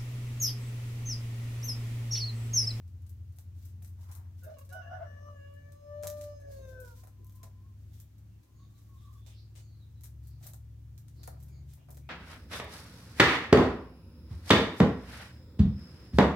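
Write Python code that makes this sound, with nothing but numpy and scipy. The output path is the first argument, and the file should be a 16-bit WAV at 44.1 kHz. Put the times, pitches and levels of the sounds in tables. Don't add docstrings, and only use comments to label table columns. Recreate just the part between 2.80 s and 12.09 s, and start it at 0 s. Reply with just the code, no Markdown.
import sys
import numpy as np
from scipy import signal
from scipy.fft import rfft, irfft, next_fast_len
from scipy.io import wavfile

SR = 44100
rng = np.random.default_rng(int(sys.argv[2]) if len(sys.argv) > 2 else 0)


def wav_out(sig):
    wavfile.write(sys.argv[1], SR, np.round(np.clip(np.atleast_2d(sig).T, -1, 1) * 32767).astype(np.int16))


N = 409688
TIME = np.arange(N) / SR

# frequency in Hz, relative density in dB per Hz.
AIR_COLOUR = [(130, -31), (220, -1), (326, -5), (427, -14), (681, -19), (4560, -27), (6410, -26),
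              (7530, -29), (10400, -31), (15200, -26), (16000, -32)]
AIR_DB = -70
# frequency in Hz, correlation from 0 to 1.
LIKENESS = [(25, 0.086), (45, 1), (80, 1), (150, 0.42), (300, 0.39), (700, 0.38), (2000, 0.026),
            (14000, 0.017)]
# frequency in Hz, left-right level in dB.
MIC_BALANCE = [(200, 1.5), (600, -0.5), (2000, 1), (5500, -2.5), (7000, -0.5), (8800, 10.5), (10500, 1),
               (12500, 0), (16000, -2.5)]
PEN_T60_S, CUTOFF_HZ = 0.19, 16200

# time in seconds, working cycles per second.
ENGINE_SPEED = [(0, 11.05), (.3, 11.28), (1.5, 11.3), (2, 11.72), (3.1, 11.76), (4.2, 12.6), (4.8, 12.2),
                (5.2, 12.95), (5.85, 13.3), (6.7, 13.3), (7.1, 13.52), (9.29, 14.12)]
# time in seconds, level in dB before the dips.
FIRING = [(0, -46), (1.4, -45.5), (1.9, -48), (2.3, -46.5), (2.8, -51), (3.3, -48.5), (4.3, -51.5),
          (5.15, -50), (6.05, -55), (6.4, -51), (7.9, -50.5), (9.29, -56)]
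# frequency in Hz, level in dB before waver and dips.
WALLS = [(55, -79), (59, -69), (61, -58.5), (66, -57), (70, -49), (79, -53.5), (82, -59), (90, -76),
         (100, -70), (112, -56), (118, -72), (130, -69), (134, -64.5), (140, -54.5)]
# frequency in Hz, level in dB before waver and dips.
YARD = [(33, -85), (45, -74.5), (68, -64.5), (80, -58.5), (100, -65.5), (124, -77), (143, -70.5),
        (165, -81.5), (181, -73.5), (195, -81.5), (218, -80.5), (245, -99.5), (300, -88), (350, -93)]
# frequency in Hz, relative density in dB per Hz.
RUMBLE_COLOUR = [(22, -15.5), (40, -5), (65, -9), (95, 2.5), (130, -2.5), (200, -18), (320, -19.5),
                 (450, -34.5), (700, -42)]
# time in seconds, loss of the upper orders in dB, loss of the fifth in dB.
DIPS = [(.6, 5, -3), (1.77, 7, -2), (3.02, 8.5, -5), (4.33, 3.5, 8), (5.31, 9, 1), (5.67, 17.5, 13),
        (5.97, 3, 8), (7.07, 3, 4), (7.66, 1, 18), (8.25, 0, 29), (9.02, 9, 21)]
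DIP_WIDTH_S = 0.067
FIRST_THROB_S = .06
# start in seconds, length in seconds,
# level in dB.
LOW_SWELLS = [(3.33, 0.18, -66), (3.607, 0.091, -70), (4.383, .08, -62), (4.97, 0.24, -75),
              (7.232, .08, -72), (8.352, 0.23, -66), (8.665, 0.235, -69.5), (9.085, 0.18, -67)]
# frequency in Hz, relative density in dB per Hz.
LOW_SWELL_COLOUR = [(170, -9), (250, 0), (340, 0), (450, -10)]

# start in seconds, length in seconds,
# start pitch in Hz, end pitch in Hz, relative level in dB, trill depth as a share of the pitch.
CHIRPS = [(5.094, 0.15, 3540, 3330, -89, 0.062), (5.485, 0.096, 2740, 2840, -94, 0.049),
          (5.746, 0.13, 4450, 4320, -89.5, 0.049), (5.726, 0.14, 6630, 6550, -88, 0.026),
          (5.787, 0.091, 3800, 3600, -86.5, 0.04), (5.927, 0.072, 4070, 3830, -88, 0.044),
          (6.155, 0.13, 3740, 3410, -84, 0.062), (6.35, 0.24, 3430, 3650, -82.5, 0.028),
          (6.494, 0.056, 3100, 2796, -78, 0.175), (6.516, 0.12, 4880, 4410, -78, 0.106),
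          (6.569, 0.023, 4100, 3890, -74, 0.045), (6.775, 0.25, 4700, 4120, -86.5, 0.05),
          (6.786, 0.11, 6840, 6600, -87, 0.047), (6.994, 0.062, 4100, 3570, -82, 0.039),
          (7.154, 0.037, 4060, 3840, -85, 0.023), (7.421, 0.16, 4500, 4680, -86.5, 0.083),
          (8.354, .15, 4820, 4390, -77, 0.084), (8.678, 0.13, 2395, 2090, -87, 0.048),
          (8.702, 0.1, 4800, 4300, -84.5, 0.072), (8.68, 0.13, 6660, 6670, -87, 0.026),
          (8.98, 0.054, 2814, 2810, -83.5, 0.091), (9.203, 0.09, 2240, 2400, -86.5, 0.061)]
# time in seconds, pitch in Hz, level in dB before flicker.
FAR_HELD = [(4.1, 1010, -79), (4.19, 1032, -70), (4.29, 1048, -75), (4.39, 1004, -80.5),
            (4.51, 1029, -76.5), (4.6, 1041, -66.5), (4.71, 1013, -78), (4.8, 1038, -73.5),
            (4.87, 1087, -72), (4.94, 940, -83)]
# time in seconds, pitch in Hz,
# level in dB before flicker.
FAR_BROKEN = [(5.48, 920, -96), (5.621, 1026, -83), (5.74, 1050, -84), (5.81, 1095, -67), (5.87, 1132, -82),
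              (5.99, 1143, -72.5), (6.03, 1130, -84), (6.09, 1100, -68), (6.16, 1072, -62),
              (6.195, 1078, -79), (6.215, 1190, -74), (6.265, 1138, -61), (6.305, 1070, -66.5),
              (6.33, 1195, -69), (6.375, 1124, -66), (6.41, 1110, -94)]

# start in seconds, length in seconds, pitch in Hz,
# fundamental in dB, octave in relative dB, third harmonic in relative dB.
SHORT_NOTES = [(1.622, 0.11, 535, -61, -77, -72.5), (1.684, 0.1, 590.2, -58, -80, -80),
               (1.752, 0.097, 556, -60.5, -66, -78), (1.883, 0.11, 560, -62, -77, -71.5),
               (2.006, 0.25, 568, -71, -69.5, -67)]
NOTE_ATTACK_S, NOTE_RELEASE_S = 0.0202, 0.03
NOTE_SAG, SQUAWK_SAG = .03, 0.037
# time in seconds, pitch in Hz.
CROW_PITCH = [(2.24, 577), (2.4, 578), (2.49, 588), (2.61, 563), (2.8, 577), (3.03, 583), (3.33, 595),
              (3.53, 586), (3.77, 546), (3.86, 524), (4.02, 507), (4.16, 458)]
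# time in seconds, level in dB.
FUNDAMENTAL = [(2.24, -57), (2.43, -55), (2.52, -56), (2.75, -55.5), (3.0, -58), (3.12, -44.5), (3.24, -41),
               (3.42, -44), (3.572, -51.5), (3.73, -49), (3.95, -52), (4.05, -52.5), (4.159, -92)]
# time in seconds, relative level in dB.
OCTAVE = [(2.24, -74), (2.33, -66.5), (2.42, -65.5), (2.49, -55), (2.57, -71.5), (2.72, -70), (2.84, -77),
          (3.0, -65.5), (3.47, -65), (3.6, -79), (3.7, -80), (3.77, -68.5), (3.98, -76), (4.05, -70),
          (4.16, -73)]
# time in seconds, relative level in dB.
THIRD = [(2.24, -64), (2.33, -63.5), (2.52, -72.5), (2.59, -63), (2.66, -62.5), (2.71, -79), (2.77, -64.5),
         (2.88, -69), (3.03, -87), (3.13, -68), (3.42, -71.5), (3.52, -81), (3.66, -66.5), (3.79, -75),
         (3.9, -64), (4.03, -54), (4.16, -74)]
# time in seconds,
# phase lead at the left in radians, left-right level in dB.
FUNDAMENTAL_STEREO = [(2.05, 2, 4), (2.28, 2.5, 4), (2.44, 2.5, 6), (2.52, 1, 7), (2.6, 3, 0.5),
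                      (2.92, 4, 1), (3.12, 0.84, 7), (3.35, 1, 9), (3.48, 0.5, 1), (3.59, -2.5, 1.5),
                      (3.73, -2.5, -0.5), (3.83, -1.5, 5), (4.1, 1, 0)]
# time in seconds, pitch flutter as a share of the pitch.
HOARSE = [(2.2, .014), (2.32, .007), (2.55, .004), (3.0, .0025), (3.1, .0008), (3.52, .0008), (3.65, .008),
          (3.85, .004)]
# time in seconds, relative level in dB.
BRIGHTNESS = [(1.62, -92), (1.74, -79), (1.9, -83), (2.3, -95), (2.8, -92), (3.15, -84.5), (3.5, -78),
              (3.65, -84), (3.83, -81.5), (4.15, -100)]
# frequency in Hz, relative level in dB.
THROAT = [(1900, -6), (2150, -2), (2330, -13), (2600, -17), (2900, -5), (3300, -29), (3510, -10), (3580, 7),
          (3750, 6), (3950, -5), (4150, 1), (4600, -7.5), (5250, 4.5), (5800, -25), (6400, -1), (6900, -19),
          (8000, -35)]
# time in seconds, centre in Hz, relative level in dB.
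RING = [(1.62, 2750, -85), (1.7, 2670, -85), (1.8, 2770, -78), (2.04, 2800, -68.5), (2.25, 2900, -78),
        (2.36, 2800, -69), (2.5, 2820, -78), (2.6, 2800, -69.5), (2.72, 2800, -69), (2.8, 2700, -82),
        (2.86, 2330, -71), (2.97, 2394, -102), (3.2, 2617, -77), (3.55, 2250, -87), (3.76, 2393, -83),
        (3.85, 2546, -77), (4.1, 2506, -92)]
# time in seconds, centre in Hz, relative level in dB.
BEAK = [(1.62, 6100, -88), (2.1, 5900, -88), (2.37, 5950, -80), (2.479, 6150, -75.5), (2.6, 6700, -80),
        (2.8, 6500, -92), (3.15, 6506, -85), (3.481, 6500, -82), (3.7, 6460, -79), (4.1, 5475, -80)]
RING_WIDTH_HZ, BEAK_WIDTH_HZ = 350, 310
# start in seconds, length in seconds, pitch in Hz, fundamental
# in relative dB, octave in relative dB, flutter as a share of the pitch, rasp in relative dB.
SQUAWKS = [(1.615, 0.062, 727, -83, -69, 0.025, -77), (1.654, 0.1, 628, -55, -83, 0.027, -61),
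           (1.912, 0.12, 744.7, -57, -53, 0.012, -56), (2.008, 0.17, 685, -58, -77, 0.038, -69),
           (2.096, .1, 737.4, -53, -57, 0.02, -54), (2.182, 0.099, 681.6, -53, -69.5, 0.024, -49.5)]
# multiple of the pitch, level in dB relative to the octave.
SQUAWK_OVERTONES = [(3, -46), (4, -20), (5, -37), (7, -28.5), (8, -26.5)]
# frequency in Hz, relative density in dB per Hz.
RASP_COLOUR = [(400, -26), (560, -7), (650, 15.5), (760, -8), (950, -11.5), (1250, -12), (1500, -0.5),
               (1750, -27), (2100, -13), (2500, -45), (2900, -24), (3500, -37)]

# frequency in Hz, relative density in dB per Hz.
SCUFF_COLOUR = [(350, -19), (600, -7.5), (950, -1), (1500, -11), (2400, -19), (4000, -58)]
SCUFF_AT_S, SCUFF_LENGTH_S, SCUFF_DB = 1.156, 0.38, -64
# start in seconds, length in seconds, level in dB.
SCRAPES = [(6.195, 0.091, -69), (6.45, 0.1, -59), (6.744, 0.082, -63), (8.879, 0.071, -63.5)]
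# frequency in Hz, relative density in dB per Hz.
SCRAPE_COLOUR = [(500, 4), (1500, -7), (2800, -0.5), (4500, -2.5), (6500, -1.5), (8500, -0.5), (11000, -9),
                 (16000, -8)]
SCRAPE_ATTACK_S, SCRAPE_RELEASE_S = 0.012, 0.061
# start in seconds, length in seconds, relative level in dB.
SHUFFLES = [(0.73, 0.24, -69), (1.038, 0.11, -69), (1.166, 0.28, -63.5), (1.53, 0.35, -67.5),
            (3.32, 0.22, -59), (3.662, 0.32, -61), (3.955, 0.32, -62.5), (4.403, 0.25, -78),
            (4.963, 0.16, -67), (5.086, 0.13, -55), (5.863, 0.57, -69.5), (7.417, 0.11, -60.5),
            (7.571, 0.17, -58.5), (8.337, 0.24, -62.5), (8.566, 0.17, -65), (8.848, 0.16, -62),
            (9.086, 0.11, -75)]
# frequency in Hz, relative density in dB per Hz.
STRAW_COLOUR = [(1200, -8), (2500, -7), (4500, -3.5), (7000, -1.5), (10000, -5), (13500, -0.5),
                (16000, -4.5)]
SHUFFLE_ATTACK_S, SHUFFLE_RELEASE_S = 0.044, 0.099
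STRAW_REST_DB = -96
# time in seconds, relative level in dB, decay in seconds.
THUDS = [(0.584, -71.5, 0.012), (1.02, -73, 0.02), (3.233, -53.5, 0.04), (4.234, -63, 0.012),
         (4.272, -65, 0.0096), (4.632, -62, 0.024), (6.471, -79, 0.031), (7.236, -73.5, 0.02),
         (7.612, -74, 0.08), (7.66, -67, 0.032), (7.735, -64, 0.011), (8.394, -76, 0.34),
         (8.477, -47, 0.0057), (8.526, -69.5, 0.042), (8.972, -75.5, 0.051), (9.086, -63.5, 0.024),
         (9.112, -68, 0.016), (9.171, -63.5, 0.0088)]
# frequency in Hz, relative density in dB per Hz.
THUD_COLOUR = [(150, 14.5), (300, -5.5), (620, 12.5), (1050, 1.5), (1500, -2), (2300, -9), (3200, -29),
               (5000, -16)]
# time in seconds, snap in relative dB, crumble in relative dB,
# power share of the treble in dB, before limiting.
BITES = [(.077, -57, -67, -20), (.2205, -56, -75, -5), (0.264, -62, -63.5, -10), (0.292, -58, -63, -1),
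         (0.523, -57, -72, -10), (.5612, -55, -72, 2), (.586, -37, -60.5, -5), (.7623, -60, -69.5, -8),
         (.85, -56, -61.5, -3.5), (1.023, -40, -61.5, -3.5), (1.047, -42, -60.5, -10),
         (1.0744, -48, -65.5, -2), (1.314, -49, -52, -7), (1.35, -45, -55.5, -2), (1.635, -48, -63.5, 0),
         (1.6447, -41, -74, 1), (1.785, -53, -59, -3), (1.848, -56, -63.5, -5), (1.891, -48, -58, -16),
         (1.9257, -46, -59, -4), (2.7384, -57, -73, -4), (2.92, -58, -63.5, -9), (3.2272, -35, -56, -9),
         (3.2346, -23, -47, -22), (3.26, -40, -68, -16), (3.271, -18, -59, -9), (3.272, -17.5, -49, -20),
         (3.2766, -19, -61, -10), (3.301, -23, -57, -9), (3.3825, -45, -68, -8), (3.411, -42, -52, -13),
         (3.437, -41, -58, -20), (3.6008, -60, -65, -14), (3.7332, -58, -64.5, -9), (4.0005, -55, -60, -1),
         (4.049, -48, -62, -20), (4.236, -46, -65, -5), (4.2725, -43.5, -67, -4), (4.4456, -51, -73, 5),
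         (4.468, -45, -75, 4), (4.4964, -45, -71, -7), (4.5227, -50, -70, -3), (4.5527, -57, -64, 1),
         (4.631, -40, -51.5, -12.5), (5.2013, -37.5, -60, -1.5), (5.382, -57, -70.5, -6),
         (5.633, -49, -69, -13), (5.98, -47, -65, -16), (6.091, -61, -77, -1), (7.208, -56, -66, -7),
         (7.2355, -40, -52.5, -3.5), (7.256, -42, -60.5, -22), (7.4316, -52, -71, -10),
         (7.471, -49, -63.5, -1), (7.626, -52, -53.5, -21), (7.667, -35, -54, -3), (7.687, -38, -63, -14),
         (7.7352, -33, -57, -3), (8.1773, -57, -62, -7), (8.2818, -43, -63.5, -14),
         (8.432, -41, -50.5, -15), (8.4756, -28, -58, -4), (8.601, -52, -69, -5), (8.627, -50, -66, -1),
         (8.6833, -49, -65, -5), (8.934, -44, -65.5, -2), (9.087, -54, -75, -3), (9.105, -40, -58.5, -2),
         (9.1452, -49, -60.5, -8), (9.171, -38, -62, -7)]
# frequency in Hz, relative density in dB per Hz.
CRACK_COLOUR = [(880, -8.5), (1500, -3), (2610, -4.5), (2880, -8), (3590, -4.5), (3880, -1), (4590, -5),
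                (5280, -2.5), (5710, -0.5), (8080, -1.5), (11900, -3), (13800, 3.5), (16000, -8.5)]
CRUMBLE_S, SNAP_S = 0.022, 0.00032


def from_db(db):
    return 10 ** (np.asarray(db) / 20)


def rms_one(x):
    return x / np.sqrt(np.mean(x ** 2) + 1e-20)


def in_time(rows):
    s, *columns = np.transpose(rows)
    return [np.interp(TIME, s, c) for c in columns]


def at_hz(points, hz):
    f, value = np.transpose(points)
    return np.interp(np.log(hz), np.log(f), value)


def during(rows):
    return np.clip(np.minimum(TIME - rows[0][0], rows[-1][0] - TIME) / .02, 0, 1)


def swell(s, length, attack_s, release_s):
    return np.clip(np.minimum((TIME - s) / attack_s, (s + length - TIME) / release_s), 0, 1)


def arch(s, length, sag):
    return 1 - sag * np.clip(2 * (TIME - s) / length - 1, -1, 1) ** 2


def drift(rate):
    knots = rng.standard_normal(N // 8)
    return np.interp(TIME * rate * 2, np.arange(len(knots)), knots) * np.sqrt(3 / 2)


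def phase_of(hz):
    return 2 * np.pi * np.cumsum(hz) / SR


def partial(phase, db):
    return np.sqrt(2) * from_db(db) * np.sin(phase + rng.uniform(0, 2 * np.pi))


def resonance(hz, track, width_hz):
    centre, db = track
    return from_db(db) / (1 + ((hz - centre) / width_hz) ** 4)


def coloured(x, spectrum):
    size = next_fast_len(N + SR // 4) // 2 * 2
    half = size // 2
    hz = np.maximum(np.arange(half + 1) * SR / size, 1)
    octaves_below = np.maximum(np.log2(spectrum[0][0] / hz), 0)
    octaves_above = np.maximum(np.log2(hz / spectrum[-1][0]), 0)
    db = at_hz(spectrum, hz) - 24 * np.minimum(octaves_below + octaves_above, 3)
    cepstrum = irfft(np.log(rms_one(from_db(db))))
    cepstrum[1:half] *= 2
    cepstrum[half + 1:] = 0
    return irfft(rfft(x, size) * np.exp(rfft(cepstrum)))[..., :N]


def diffuse_noise():
    size = next_fast_len(N, real=True)
    mid, side = rfft(rng.standard_normal((2, size)))
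    hz = np.maximum(np.arange(len(mid)) * SR / size, 1)
    alike = np.clip(at_hz(LIKENESS, hz), 0, 1)
    stereo = np.sqrt(1 + alike) * mid + np.sqrt(1 - alike) * side * [[1], [-1]]
    return rms_one(irfft(stereo, size)[:, :N])


def fractures(per_s, spread_db):
    happens = rng.random(N) < per_s / SR
    sizes = from_db(spread_db * np.minimum(rng.exponential(1, N), 4)) * happens
    return rms_one(sizes * diffuse_noise())


def pen(x, wet_db, t60=PEN_T60_S):
    t = TIME[:SR]
    tail = rng.standard_normal((2, SR)) * from_db(-60 * t / t60) * (t > .003)
    tail /= np.sqrt(np.sum(tail ** 2, axis=1, keepdims=True))
    x, wet = x * np.ones((2, 1)), from_db(wet_db)
    return (x + wet * signal.fftconvolve(x, tail, axes=1)[:, :N]) / np.sqrt(1 + wet ** 2)


def through_doorway(x, sideways_db=-1.0, echo_s=0.0058):
    echo = np.interp(TIME - echo_s, TIME, x)
    return pen(x, wet_db=-8, t60=.35) + from_db(sideways_db) * echo * [[1], [-1]]


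def still_air():
    return from_db(AIR_DB) * coloured(diffuse_noise(), AIR_COLOUR)


def low_swells(attack_s=0.018, release_s=.05):
    level = sum(from_db(db) * swell(s, length, attack_s, release_s) for s, length, db in LOW_SWELLS)
    return level * coloured(diffuse_noise(), LOW_SWELL_COLOUR)


def engine(weak_waver_db=3.5, strong_waver_db=2.5, rumble_db=-64, dip_share=0.67, ninth_db=-19):
    cycles, = in_time(ENGINE_SPEED)
    firing_db, = in_time(FIRING)
    phase = phase_of(cycles)
    phase -= np.interp(FIRST_THROB_S, TIME, phase)
    upper_loss, fifth_loss = 0, 0
    for s, upper, fifth in DIPS:
        dip = np.exp(-((TIME - s) / DIP_WIDTH_S) ** 2)
        upper_loss = upper_loss + upper * dip
        fifth_loss = fifth_loss + fifth * dip
    firing = np.cos(8 * phase) + from_db(ninth_db) * np.cos(9 * phase)
    strong = from_db(firing_db - upper_loss) * firing
    for k, loss in ((5, fifth_loss), (7, upper_loss), (10, upper_loss)):
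        db = at_hz(WALLS, k * cycles) - loss + strong_waver_db * drift(2.5)
        strong += from_db(db) * np.cos(k * phase)
    weak_orders = [k for k in range(3, 28) if k not in (5, 7, 8, 9, 10)]
    weak = sum(partial(k * phase, at_hz(YARD, k * cycles) + weak_waver_db * drift(3)) for k in weak_orders)
    rumble = from_db(rumble_db) * coloured(diffuse_noise(), RUMBLE_COLOUR)
    return np.sqrt(2) * strong + from_db(-dip_share * upper_loss) * (weak + rumble)


def chirps_and_flutter():
    out, trill = np.zeros(N), drift(520)
    for s, length, start_hz, end_hz, db, depth in CHIRPS:
        on = (TIME >= s) & (TIME < s + length)
        along = (TIME[on] - s) / length
        glide = start_hz + (end_hz - start_hz) * along
        tone = partial(phase_of(glide * (1 + depth * trill[on])), db)
        out[on] += tone * np.sqrt(np.sin(np.pi * along))
    return out


def far_fowl(flutter=0.019, flutter_hz=70, flicker_db=2.5):
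    out, waver, flicker = np.zeros(N), 1 + flutter * drift(flutter_hz), flicker_db * drift(14)
    for call in (FAR_HELD, FAR_BROKEN):
        hz, db = in_time(call)
        out += partial(phase_of(hz * waver), db + flicker) * during(call)
    return out


def crow_controls():
    curves = (CROW_PITCH, FUNDAMENTAL, OCTAVE, THIRD)
    controls = np.array([in_time(curve)[0] for curve in curves])
    gate = during(CROW_PITCH)
    for s, length, hz, *levels in SHORT_NOTES:
        note = swell(s, length, NOTE_ATTACK_S, NOTE_RELEASE_S)
        on = note > gate
        controls[0, on] = hz * arch(s, length, NOTE_SAG)[on]
        controls[1:, on] = np.array(levels)[:, None]
        gate = np.maximum(gate, note)
    return *controls, gate


def rasp():
    hz = crow_controls()[0]
    level = sum(from_db(db) * swell(s, length, NOTE_ATTACK_S, NOTE_RELEASE_S)
                for s, length, *_, db in SQUAWKS)
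    bursts = rms_one(rng.standard_normal(N) * (1 + np.cos(phase_of(hz))))
    return coloured(bursts * level, RASP_COLOUR)


def squawk(shimmer=9.0, flutter_hz=120):
    out, jitter, tremble = np.zeros(N), drift(flutter_hz), drift(150)
    for s, length, hz, first, octave, flutter, _ in SQUAWKS:
        gate = swell(s, length, NOTE_ATTACK_S, NOTE_RELEASE_S)
        on = gate > 0
        pitch = hz * arch(s, length, SQUAWK_SAG) * (1 + flutter * jitter)
        phase = phase_of(pitch[on])
        voice = partial(phase, first) + partial(2 * phase, octave)
        voice += sum(partial(k * phase, octave + db) for k, db in SQUAWK_OVERTONES)
        out[on] += voice * (1 + shimmer * flutter * tremble[on]) * gate[on]
    return out


def crow(shimmer=49.0, flutter_hz=150, overtone_waver_db=3.5, low_waver_db=2.8, overtones_db=-1.5):
    hz, first, second, third, gate = crow_controls()
    on = gate > 0
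    curves = in_time(HOARSE) + in_time(BRIGHTNESS) + in_time(FUNDAMENTAL_STEREO)
    hoarse, bright_db, lead, pan_db = (c[on] for c in curves)
    ring, beak = (np.array(in_time(track))[:, on] for track in (RING, BEAK))
    hz = hz[on]
    phase = phase_of(hz * (1 + hoarse * drift(flutter_hz)[on]))
    overtones, fundamental = np.zeros(N), np.zeros((2, N))
    for k, db in ((2, second), (3, third)):
        overtones[on] += partial(k * phase, db[on] + low_waver_db * drift(13)[on])
    for k in range(4, 14):
        gain = from_db(bright_db + at_hz(THROAT, k * hz))
        gain += resonance(k * hz, ring, RING_WIDTH_HZ) + resonance(k * hz, beak, BEAK_WIDTH_HZ)
        overtones[on] += gain * partial(k * phase, overtone_waver_db * drift(7)[on] - 3.0)
    for ear, sign in enumerate((1, -1)):
        ear_gain = 2 * from_db(first[on]) / np.sqrt(1 + from_db(-sign * pan_db) ** 2)
        fundamental[ear, on] = np.sin(phase + sign * lead / 2) * ear_gain
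    strength = gate.copy()
    strength[on] *= 1 + shimmer * hoarse * drift(160)[on]
    outside = through_doorway(from_db(overtones_db) * overtones * strength)
    return pen(fundamental * strength, wet_db=-6.5, t60=0.52) + outside


def scuff(attack_s=0.1, release_s=0.2, clump_db=-2.0):
    level = from_db(SCUFF_DB) * swell(SCUFF_AT_S, SCUFF_LENGTH_S, attack_s, release_s)
    clumps = from_db(clump_db * np.tanh(drift(25.04)))
    touches = rms_one(fractures(per_s=300, spread_db=4.5) * clumps)
    return level * coloured(touches, SCUFF_COLOUR)


def scrapes(clump_db=2.0):
    level = sum(from_db(db) * swell(s, length, SCRAPE_ATTACK_S, SCRAPE_RELEASE_S) for s, length, db in SCRAPES)
    grit = fractures(per_s=1600, spread_db=6.5) * from_db(clump_db * drift(60))
    return level * coloured(rms_one(grit), SCRAPE_COLOUR)


def straw(rustle_db=-4.5, clump_db=5.5):
    level = from_db(STRAW_REST_DB) + sum(from_db(db) * swell(s, length, SHUFFLE_ATTACK_S, SHUFFLE_RELEASE_S)
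                                         for s, length, db in SHUFFLES)
    clumps = from_db(clump_db * np.tanh(drift(14)))
    crackle = rms_one(fractures(per_s=450, spread_db=4.2) * clumps)
    return coloured(level * from_db(rustle_db) * crackle, STRAW_COLOUR)


def thuds(level_db=8.5):
    power = np.zeros(N)
    for s, db, decay in THUDS:
        at = round(s * SR)
        age = TIME[:min(N - at, SR // 2)]
        power[at:at + len(age)] += (from_db(db + level_db) * np.exp(-age / decay)) ** 2
    return coloured(np.sqrt(power) * fractures(per_s=4800, spread_db=1.5), THUD_COLOUR)


def bites(snap_db=-3.0, top_db=11.0, split_hz=9500, build_s=0.00047):
    out, grains = np.zeros((2, N)), fractures(per_s=2300, spread_db=3.5)
    below, above = (signal.butter(2, split_hz, kind, fs=SR) for kind in ("low", "high"))
    for s, peak, level, top in BITES:
        at = round(s * SR)
        age = TIME[:min(N - at, SR // 3)]
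        dying = np.exp(-2 * age / CRUMBLE_S) * (1 - np.exp(-age / build_s))
        crack = from_db(level) * dying * grains[:, at:at + len(age)]
        tear = rng.standard_normal(len(age)) * np.exp(-age / SNAP_S)
        crack += from_db(peak + snap_db) * tear / np.linalg.norm(tear)
        low, high = signal.lfilter(*below, crack), signal.lfilter(*above, crack)
        top_share = np.clip(from_db(top) ** 2, .02, .9)
        dull = low * np.sqrt(2 * (1 - top_share))
        bright = high * from_db(top_db) * np.sqrt(top_share)
        out[:, at:at + len(age)] += dull - bright
    return coloured(out, CRACK_COLOUR)


def scene():
    background = still_air() + low_swells() + engine()
    chirps = pen(from_db(9.5) * chirps_and_flutter(), wet_db=4.5, t60=0.38)
    distant = pen(far_fowl(), wet_db=5.0, t60=0.19) + chirps
    rooster = crow() + through_doorway(from_db(3.5) * squawk() + rasp())
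    litter = pen(straw() + scuff() + scrapes(), wet_db=8.5)
    feeding = pen(bites() + thuds(), wet_db=-2.5)
    return background + distant + rooster + litter + feeding


def record(dry):
    size = next_fast_len(N + SR // 4, real=True)
    hz = np.maximum(np.fft.rfftfreq(size, 1 / SR), 1)
    gains = from_db(at_hz(MIC_BALANCE, hz) * [[1], [-1]] / 2)
    gains /= np.sqrt(np.mean(gains ** 2, axis=0))
    heard = irfft(rfft(dry, size) * gains, size)[:, :N]
    return signal.sosfilt(signal.ellip(10, .1, 70, CUTOFF_HZ, fs=SR, output="sos"), heard)


dry = scene()
out = record(dry)
wav_out(out)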